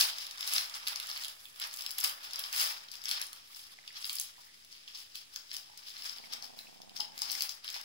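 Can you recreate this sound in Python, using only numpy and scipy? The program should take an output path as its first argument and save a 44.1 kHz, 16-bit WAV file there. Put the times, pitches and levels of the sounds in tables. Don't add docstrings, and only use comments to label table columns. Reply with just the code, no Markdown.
import sys
import numpy as np
from scipy import signal
from scipy.fft import rfft, irfft, next_fast_len
from scipy.io import wavfile
from scipy.ndimage import uniform_filter1d

SR = 44100
rng = np.random.default_rng(int(sys.argv[2]) if len(sys.argv) > 2 else 0)


def master_out(mix):
    frames = np.transpose(np.atleast_2d(mix))
    ceiling = np.clip(frames, -1, 1)
    pcm = np.round(ceiling * 32767).astype(np.int16)
    wavfile.write(sys.argv[1], SR, pcm)


def invert_db(level):
    return 10 ** (np.asarray(level, dtype=float) / 20)


N = 345744
SIZE = next_fast_len(N + SR // 2)
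HZ = np.arange(SIZE // 2 + 1) * SR / SIZE
PAPER_HZ = 500 * 2 ** np.arange(0, 5.1, .5)


def on_log(table, hz):
    f, v = np.transpose(table)
    return np.interp(np.log(hz + 1), np.log(f + 1), v)


def on_time(table):
    s, *columns = np.transpose(table)
    return np.array([np.interp(np.arange(N) / SR, s, c) for c in columns])


def causal(gain_db):
    c = irfft(gain_db * np.log(10) / 20, SIZE)
    c[1:SIZE // 2] *= 2
    c[SIZE // 2 + 1:] = 0
    return np.exp(rfft(c))


def bands(rows):
    pick = np.eye(len(PAPER_HZ))
    total = 0
    for k, row in enumerate(rows):
        gain = on_log(np.c_[PAPER_HZ, pick[k]], HZ) ** .5
        total = total + gain * rfft(row, SIZE)
    return total


def spread(low_db, mid_db, high_db):
    place = np.interp(np.log(PAPER_HZ), np.log([1900, 3200, 5600, 8500]), [0, 1, 1, 2])[:, None]
    low_part = np.clip(1 - place, 0, 1) * (low_db + 12.0 - mid_db)
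    high_part = np.clip(place - 1, 0, 1) * (high_db + 3.5 - mid_db)
    return mid_db + low_part + high_part


def puff(clicks, decay_s):
    fall = np.exp(-1 / (decay_s * SR))
    return signal.lfilter([1], [1, -fall], clicks) * rng.standard_normal(clicks.shape)


def pair(left, own, near=0):
    alike = on_log([(50, 0.37), (130, 0.68), (700, 0.3), (2500, 0.048), (5000, 0.23)], HZ)
    alike = np.clip(alike, 0, .99)
    share = alike + np.clip(near, 0, 1) * (1 - alike)
    return np.array([left, share * left + (1 - share ** 2) ** .5 * own])


# f/Hz, level/dB
HISS_LEFT = [(40, -49.5), (130, -52.5), (250, -57), (400, -57), (750, -62.5), (1100, -67), (2000, -58),
             (3500, -59), (5100, -55), (7000, -60), (11000, -65), (15400, -100)]
HISS_RIGHT = [(40, -55), (130, -50), (250, -54), (400, -60), (750, -61), (1100, -64), (2000, -55),
              (3500, -52.5), (5100, -60), (7000, -58.5), (11000, -64), (15400, -80)]


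def room_tone():
    tone = pair(*(rfft(rng.standard_normal(N), SIZE) for _ in range(2)))
    colour = invert_db([on_log(HISS_LEFT, HZ), on_log(HISS_RIGHT, HZ)]) * np.array([[1], [-1]])
    return tone * colour * invert_db(-1.0) * np.minimum(HZ / 50, 1) ** 3


# peak t/s, level/dB, build-up/(dB/s), brightness/dB
PULLS = [(0.22, -41, 78, 2), (0.559, -32, 106, 6.5), (1.104, -43.5, 43, 3), (1.246, -46, 81, 7),
         (1.469, -60, 65, 16), (1.872, -46, 60, 6), (2.396, -43, 111, -4), (2.46, -47.5, 60, 2),
         (2.57, -39, 218, 12), (2.612, -29, 217, 7.5), (2.69, -43, 100, 2), (3.12, -37, 199, -2.5),
         (3.594, -53, 89, 11.5), (3.72, -60.5, 62, 4.5), (4.03, -54, 84, -10.5), (4.102, -46.5, 117, 14.5),
         (4.21, -45, 62, -8), (4.457, -66.5, 41, 12), (4.73, -57, 320, 5), (5.538, -45, 245, 3),
         (5.778, -58.5, 50, -4), (5.895, -46, 156, 1.5), (6.072, -43, 109, 3.5), (6.25, -59, 40, 3),
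         (6.76, -61, -1, 3), (7.33, -45, 115, 5), (7.42, -41.5, 79, 4)]
# peak t/s, level/dB, brightness/dB
QUICK_BITES = [(0.0, -24, 8.5), (0.412, -51, -7), (0.756, -42, 4.5), (0.877, -39, 5), (1.565, -61, 17.5),
               (1.604, -62, 9), (1.628, -41, 2), (1.992, -44.5, -2), (2.052, -36, 10), (2.242, -43, 4),
               (2.927, -45.5, 1), (3.235, -50, 6), (3.374, -51.5, 0.5), (3.963, -43, -13), (4.775, -79, -2),
               (4.886, -53, 0), (4.956, -50, 2), (4.98, -45.5, 3.5), (5.015, -52, 4), (5.161, -44, 2.5),
               (5.337, -54, 3), (5.39, -68, 17), (6.336, -44, -3), (6.435, -49, 4), (6.6, -55, 11.5),
               (6.973, -49.5, 8), (7.009, -59, 16), (7.185, -53, 8), (7.222, -41.5, 1), (7.511, -55, 12),
               (7.662, -45.5, 0), (7.755, -40, 0.5)]
# t/s, low-band level re middle/dB
SHEET_SLACK = [(0, -16.5), (1.5, -9), (2.3, -10.5), (2.51, -11), (2.63, -14.5), (3.1, -12.5), (3.9, -14),
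               (4.2, -18.5), (5.4, -22.5), (6.2, -14), (7.84, -12.5)]


def chewing_levels():
    pull_fall_db_s, bite_rise_db_s, bite_fall_db_s, hold_s = 146, 450, 210, 0.0012
    low_pace, high_pace = 0.69, 1.09
    high_db, rest_db = -6, (-82, -82, -73)
    t = np.arange(0, N + 64, 64) / SR
    rows = [(s, db, rise, pull_fall_db_s, hi) for s, db, rise, hi in PULLS]
    rows += [(s, db, bite_rise_db_s, bite_fall_db_s, hi) for s, db, hi in QUICK_BITES]
    s, db, rise, fall, bright = np.transpose(rows)[:, :, None]
    under = np.maximum(rise * (s - t), fall * np.maximum(t - s - hold_s, 0))
    low = db + np.interp(s, *np.transpose(SHEET_SLACK)) - low_pace * under
    high = db + high_db + bright - high_pace * under
    levels = zip((low, db - under, high), rest_db)
    power = [(invert_db(v) ** 2).sum(axis=0) + invert_db(rest) ** 2 for v, rest in levels]
    return on_time(np.c_[t, 10 * np.log10(power).T])


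def rustle(per_s=1200, colour_db=3.5):
    count = int(per_s * N / SR)
    chance = rng.random((count, 2))
    colour = rng.standard_normal((count, len(PAPER_HZ)))
    size = invert_db(-3.2 * np.log(chance[:, 1]))[:, None] * invert_db(colour_db * colour)
    clicks = np.zeros((len(PAPER_HZ), N))
    clicks[:, (chance[:, 0] * N).astype(int)] = size.T
    buckles = puff(clicks, 0.00045)
    buckles /= np.sqrt(uniform_filter1d(buckles ** 2, 2000, axis=1) + 1e-9)
    levels = chewing_levels()
    uneven = np.interp(levels[1], [-44, -33], [1, .35])
    patchy = invert_db(-7 + 90 * uneven * uniform_filter1d(rng.standard_normal(N), 900))
    swell = uniform_filter1d(rng.standard_normal(clicks.shape), 1800, axis=1)
    patchy = patchy * invert_db(110 * uneven * swell)
    level = invert_db(spread(*levels))
    washes = [bands(patchy * level * rng.standard_normal(N)) for _ in range(2)]
    return invert_db(-7.0) * level * buckles, washes


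# t/s, peak level/dB, dullness/dB, brightness/dB
CREASES = [(0.0103, -20, -3.5, 0.5), (0.185, -35, -0.5, -3.5), (0.21, -50, 10, -14),
           (0.268, -45, 4, 6), (0.3111, -35, -8, -7.5), (0.376, -47, 0, -2), (0.382, -40, -2, -15),
           (0.4089, -34, -4, -1), (0.429, -37.5, 5, -13), (0.4606, -50, -2, -4), (0.469, -54, -2, 19),
           (0.4765, -32.5, -4, 1), (0.5369, -44.5, 11, 22.5), (0.5631, -30.5, 0.5, -14),
           (0.5824, -21, -4.5, -8), (0.6978, -41.5, -4, -1), (0.7419, -33.5, -14, -18),
           (0.87, -36, 4, 0), (0.8744, -32, 3, -1), (0.883, -31, -4, 1), (0.8878, -47, 10, 4),
           (0.9597, -31, -4, -4.5), (1.0007, -39, 8, 4), (1.029, -45, 5, -3), (1.0713, -49, 5, 9),
           (1.092, -47, 7, 6), (1.115, -34.5, -2, -23), (1.162, -43, 8, -8), (1.1694, -41, 9, -12),
           (1.176, -49, 18.5, 11), (1.237, -41.5, 5, 1), (1.248, -41, 5, 0), (1.283, -42.5, 6, 6),
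           (1.299, -55, 6, 11), (1.4558, -60.5, 17, 13), (1.5609, -48, 2, -7), (1.5997, -45, 12, 10),
           (1.6178, -46, 16, 9), (1.6263, -47, 9, -12), (1.64, -33.5, -6, -13), (1.6735, -55, -3, 11),
           (1.712, -43, -7, -10), (1.7316, -45, 1, 0), (1.7406, -44, 8, 10.5), (1.7627, -48, -10, 9),
           (1.7726, -44, -8, 6), (1.7888, -37, -6, -2), (1.793, -42, -5, 2), (1.822, -39.5, -1, 3),
           (1.864, -32.5, 2, -2.5),
           (1.908, -37.5, -5, 2), (1.914, -44, -15, 10), (1.9845, -35.5, -8, 10),
                (2.003, -39.5, -3, 12), (2.011, -32.5, -6, -8), (2.0318, -45, 12, 5), (2.0414, -35, -5, 14),
                (2.0457, -22.5, -2.5, -11), (2.0962, -45, 14, 11), (2.3098, -36, -6, -12),
                (2.314, -56, 8, 9), (2.3346, -38, -5, -0.5), (2.3596, -33.5, -7, -2),
                (2.3929, -43.5, 1, 17.5), (2.4025, -58, 3, 19), (2.4395, -33, -3, -15),
                (2.5283, -32.5, -16, -1.5), (2.548, -40, -7, 0), (2.599, -29, -1, -2),
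                (2.886, -47.5, 7, -11), (2.917, -35.5, -17, -8), (3.018, -45, -5, -5), (3.04, -50, 12, 8),
                (3.048, -43, -12, 4), (3.0568, -33.5, -1, -7), (3.0856, -41, 10, 5), (3.092, -33.5, 0, 0),
                (3.1136, -27.5, 1, -1), (3.1983, -44, 5, 2), (3.2159, -30, -5.5, -0.5),
                (3.2257, -40.5, 5.5, -12), (3.3314, -41, 1.5, 4), (3.5478, -40.5, -19, -19),
                (3.8783, -48.5, 12.5, 0), (4.0269, -46, 3, -12), (4.0447, -36.5, 1, -16),
                (4.0543, -39, -1, 0), (4.0964, -38, 14, 2), (4.1302, -48.5, 6, 17), (4.133, -52, -4, 11),
                (4.1553, -41, -9, 9), (4.168, -36.5, -5, -3), (4.186, -43.5, 8, 8), (4.199, -40.5, 6, 15.5),
                (4.2135, -38, -1, 9.5), (4.6483, -55.5, 0, 4), (4.7273, -47, -9.5, -12),
                (4.9498, -41, -14, -12), (5.1561, -47.5, 16, 8), (5.3386, -59, 8, -5),
           (5.344, -49, -11, -15), (5.361, -28.5, -9, -9.5), (5.3712, -49, -13, -6),
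                   (5.5094, -47, 2, -5), (5.5157, -37, 2, -21), (5.5322, -44, 3, 2), (5.541, -39, -8, -3),
                   (5.5475, -44, 1, -2), (5.567, -37.5, 2, 0.5), (5.776, -50, -7, 8),
                   (5.896, -43.5, -8, -3), (5.9678, -43, -2, -25), (5.9843, -59, 4, 11),
                   (6.023, -47.5, 11, -10), (6.096, -40, 3, -7), (6.1014, -51, 1, -11),
                   (6.162, -47, -11, -21), (6.1738, -49, -23, 1), (6.185, -44.5, 2.5, -11),
                   (6.3261, -39, 2, -5), (6.3359, -33.5, -1.5, -2.5), (6.4248, -40.5, -6, -9),
                   (6.4428, -39, -9, -16), (6.5905, -42.5, 8, -6), (6.8185, -46, -2.5, -6),
                   (6.8956, -54.5, 11, 1), (6.9629, -47, -1, -3), (6.967, -37.5, -4, -11),
                   (7.004, -28.5, -18, -13), (7.1788, -38.5, -1, -1), (7.219, -24.5, -12, -7),
                   (7.285, -52, -7, -7), (7.3, -37.5, 5, -21), (7.309, -35, -19, -5), (7.3172, -32, -12, 5),
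                   (7.329, -33, -7, -6), (7.352, -35.5, -1, -4), (7.4083, -31.5, 2, -4),
                   (7.422, -29.5, -6, 4), (7.4317, -52, -5, 5), (7.4484, -52, -5, 1),
                   (7.494, -27.5, -15, -12), (7.5024, -43, -12, -15), (7.6456, -39, 3, -6),
                   (7.6791, -47, 16.5, -2), (7.6897, -37.5, -3, -8), (7.7025, -41, -4, 0),
                   (7.712, -40, -13, -7), (7.7438, -39, 4, -6), (7.8137, -41, -13, -3),
           (1.809, -40, 4, 0), (1.989, -41, 10.5, 4), (2.049, -30, -4, -1), (2.4612, -48, 0, 7),
               (2.614, -45, 5, 18), (2.9222, -54, -14, -2), (2.9298, -48, -8, -14), (2.9392, -51, -7, 2),
               (2.9415, -49, -9, -10), (2.9553, -41, -8, -4), (3.1035, -43, -4, 8), (3.1175, -49, 2, -8),
               (3.132, -46, -8, 4), (3.2686, -50, -5, 10.5), (3.9875, -58, 2, 11), (4.4508, -65, 0, 10),
               (4.7365, -70, 16, 0), (4.745, -66, 17, -7), (4.752, -62.5, 17, -5), (4.775, -63, 13, -5),
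               (4.879, -56, 14.5, -8), (4.884, -52, 9, -6), (4.9, -65, 3, -8), (5.353, -50, -14, -10),
               (6.976, -41, -2, -13), (7.0019, -43.5, 5, -14), (7.0072, -40.5, 15.5, -14),
               (7.012, -51, 4, -8), (7.0176, -58, 6, -6), (7.191, -42, -5, 0), (7.235, -41, -18, -10),
               (7.242, -48, -10, -12), (7.728, -52, -4, 8), (2.5625, -33, -8, 0), (0.75, -36, -8, -11),
               (1.101, -40, -2, -1), (2.621, -43, 0, 0), (2.641, -35, 0, 0), (2.97, -48, -8, -8),
               (3.069, -45, -4, -4), (7.522, -41, -8, -11)]


def crease_snaps(colour_db=1.0, rise_s=.00075):
    s, mid_db, dull, bright = np.transpose(CREASES)
    colour = rng.standard_normal((len(PAPER_HZ), len(s)))
    hollow = np.interp(np.log(PAPER_HZ), np.log([1400, 2800, 4000, 5600]), [.4, 1, .7, 0])[:, None] * dull
    db = spread(mid_db - 19.5, mid_db, mid_db + bright) + hollow + colour_db * colour
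    clicks = np.zeros((len(PAPER_HZ), N))
    clicks[:, (s * SR).astype(int)] = invert_db(db + 0.5)
    fall = np.exp(-1 / (rise_s * SR))
    swell = signal.lfilter([np.e * (1 - fall)], [1, -fall], clicks)
    early = np.roll(swell, -int(1.6 * rise_s * SR), axis=1)
    return invert_db(-3.0) * clicks + invert_db(2.5) * puff(early, rise_s)


# f/Hz, T60/s
DECAY_T60 = [(500, 0.72), (1500, 0.34), (4000, 0.3), (12000, 0.26)]


def room(wet_db, gap_s=0.0029):
    t = np.arange(SR // 2) / SR
    onset = np.clip(t / gap_s - .5, 0, 1)
    fade = invert_db(-60 * t / on_log(DECAY_T60, PAPER_HZ)[:, None]) * onset
    tails = [bands(fade * rng.standard_normal(len(t))) for _ in range(2)]
    return 1 + invert_db(wet_db) * pair(*tails)


# f/Hz, level/dB
PAPER_LEFT = [(300, -14.5), (500, -6), (750, -0.5), (1100, 3), (1500, 4.5), (2500, 3), (3700, 5),
              (4500, 10), (5150, 18.5), (6000, 5.5), (7500, -1.5), (10500, -4), (13500, -4), (15400, 4)]
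PAPER_RIGHT = [(300, -14), (500, -8), (750, 1.5), (1200, 7), (1500, 6.5), (2300, 6.5), (3300, 11),
               (4200, 9), (5000, 1), (6500, -4.5), (9300, -3.5), (10800, 2), (12500, -5), (15400, -24)]
# f/Hz, phase/rad
PHASE_LEAD = [(0, 2), (260, 5), (520, 3), (2240, 3), (4650, 7), (5510, 13), (6550, -8.5), (7580, 11.5),
              (9560, 10), (10200, 11), (14600, 18), (15200, 54), (16100, 6), (16500, -27)]


def paper_ports():
    left_db, right_db = on_log(PAPER_LEFT, HZ), on_log(PAPER_RIGHT, HZ)
    left = causal(left_db + 12 * np.log2(np.clip(HZ / 300, .01, 1)))
    lead = np.interp(HZ, *np.transpose(PHASE_LEAD))
    return np.array([left, left * invert_db(right_db - left_db) * np.exp(-1j * lead)])


# t/s, left-minus-right level/dB
HEAD_DRIFT = [(0, -1.5), (1.3, -1.5), (3.2, .5), (3.75, -2.5), (4.3, 0), (5.5, -0.5), (6.7, 1), (7.84, 1)]


def head_turn():
    return invert_db(on_time(HEAD_DRIFT) * np.array([[.5], [-.5]]))


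def hollow_rings(table, t60_s):
    out, t = np.zeros(N + SR), np.arange(SR // 8) / SR
    modes = [(1, 1), (1.09, .45), (.92, .45)]
    for s, db, hz in table:
        ring = sum(share * np.sin(2 * np.pi * ratio * hz * t) for ratio, share in modes)
        start = int(s * SR)
        out[start:start + len(t)] += invert_db(db + 4.0 - 60 * t / t60_s) * ring * np.minimum(t / 0.002, 1)
    return out[:N]


# t/s, peak level/dB, ring f/Hz
QUICK_TICKS = [(2.5466, -58, 2240), (2.5964, -52, 2230), (3.5314, -48, 2300), (3.696, -49, 2100),
               (3.7873, -40.5, 2070), (3.8394, -48, 1960), (3.905, -41.5, 2000), (4.3555, -52, 1950),
               (4.368, -53, 1950), (4.381, -49, 930), (4.39, -54, 1000), (4.397, -49.5, 894),
               (4.451, -57, 1980), (4.484, -50, 2030), (4.496, -51, 1950), (4.4687, -51, 1870),
               (4.5042, -54, 1990), (4.435, -56, 1950), (4.542, -52, 1990), (6.24, -40, 2220),
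               (6.67, -42, 2580), (7.3512, -34.5, 2060)]


def licks():
    return hollow_rings(QUICK_TICKS, t60_s=.012)


# t/s, peak level/dB, ring f/Hz
DULL_KNOCKS = [(3.33, -55, 1260), (3.502, -57, 1190), (3.786, -60, 770), (5.677, -64.5, 885),
               (5.697, -55.5, 860), (5.716, -62, 920), (5.735, -58, 875), (6.189, -58, 804),
               (6.329, -49, 1230), (6.998, -47.5, 1240), (7.043, -63, 815), (7.214, -54, 1220),
               (7.408, -68, 1290), (7.649, -57, 1280), (7.761, -44.5, 868)]


def knocks():
    return hollow_rings(DULL_KNOCKS, t60_s=.045)


# t/s, level/dB
GROAN_LEVEL = [(5.97, -92), (6.02, -81), (6.14, -88), (6.2, -75), (6.61, -75), (6.635, -86), (6.66, -74),
               (7.39, -75), (7.52, -92)]
# f/Hz, width/Hz, level/dB
THROAT_MODES = [(124, 30, -20), (210, 100, -1), (400, 250, -7), (770, 280, 5)]


def groan(rate_hz=94.0, jitter=.055, throb_hz=26.5, breath=0.18):
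    begin, end = GROAN_LEVEL[0][0], GROAN_LEVEL[-1][0]
    chance = rng.standard_normal((1200, 2))
    tense = np.interp(np.arange(len(chance)), [0, 72, 80, 115, 150], [1.25, 1.2, 1.03, .97, 1.1])
    s = begin + np.cumsum((1 + jitter * chance[:, 0]) / tense) / rate_hz
    inside = s < N / SR - .01
    s, size = s[inside], invert_db(2 * chance[inside, 1])
    throb = 1 + 0.88 * np.sin(2 * np.pi * throb_hz * s)
    drive = breath * rng.standard_normal(N)
    drive[(s * SR).astype(int)] += size * throb * (SR / rate_hz) ** .5
    t = np.arange(N) / SR
    drive *= invert_db(on_time(GROAN_LEVEL)[0]) * (t > begin) * (t < end)
    shape = sum(invert_db(db) * (SR / w) ** .5 / (1 + 2j * (HZ - f) / w) for f, w, db in THROAT_MODES)
    return shape * rfft(drive, SIZE) * np.minimum(HZ / 150, 1) ** 4 / (1 + (HZ / 1050) ** 4)


# t/s, peak level/dB, ring f/Hz
MOUTH_RINGS = [(6.428, -52.5, 827), (6.47, -61, 817), (6.998, -43, 851), (7.04, -55, 877), (7.22, -49, 885),
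               (7.27, -59, 860), (7.31, -56, 783), (7.355, -61, 846)]


def gulps():
    return hollow_rings(MOUTH_RINGS, t60_s=.1)


def dull_ports(lag_s):
    return np.array([HZ ** 0, -invert_db(4.5) * np.exp(-2j * np.pi * HZ * lag_s)])


def scene():
    space = room(-35.0)
    buckles, washes = rustle()
    wash = pair(*washes, near=0.53 / (1 + (HZ / 1800) ** 4))
    paper = (bands(buckles + crease_snaps()) * space + wash) * paper_ports()
    mouth = rfft(licks() + knocks() + gulps(), SIZE) * dull_ports(lag_s=0.00013)
    chest = groan() * dull_ports(lag_s=-0.00018)
    dull = (1 + space) / 2 * (mouth + chest)
    return head_turn() * irfft(paper, SIZE)[:, :N] + irfft(dull + room_tone(), SIZE)[:, :N]


def low_pass(x):
    return signal.sosfilt(signal.butter(12, 17000, fs=SR, output="sos"), x)


def record(dry):
    top = signal.ellip(8, .3, 40, 15750, fs=SR, output="sos")
    mix = signal.sosfilt(top, dry) - .00026
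    return low_pass(mix)


dry = scene()
out = record(dry)
master_out(out)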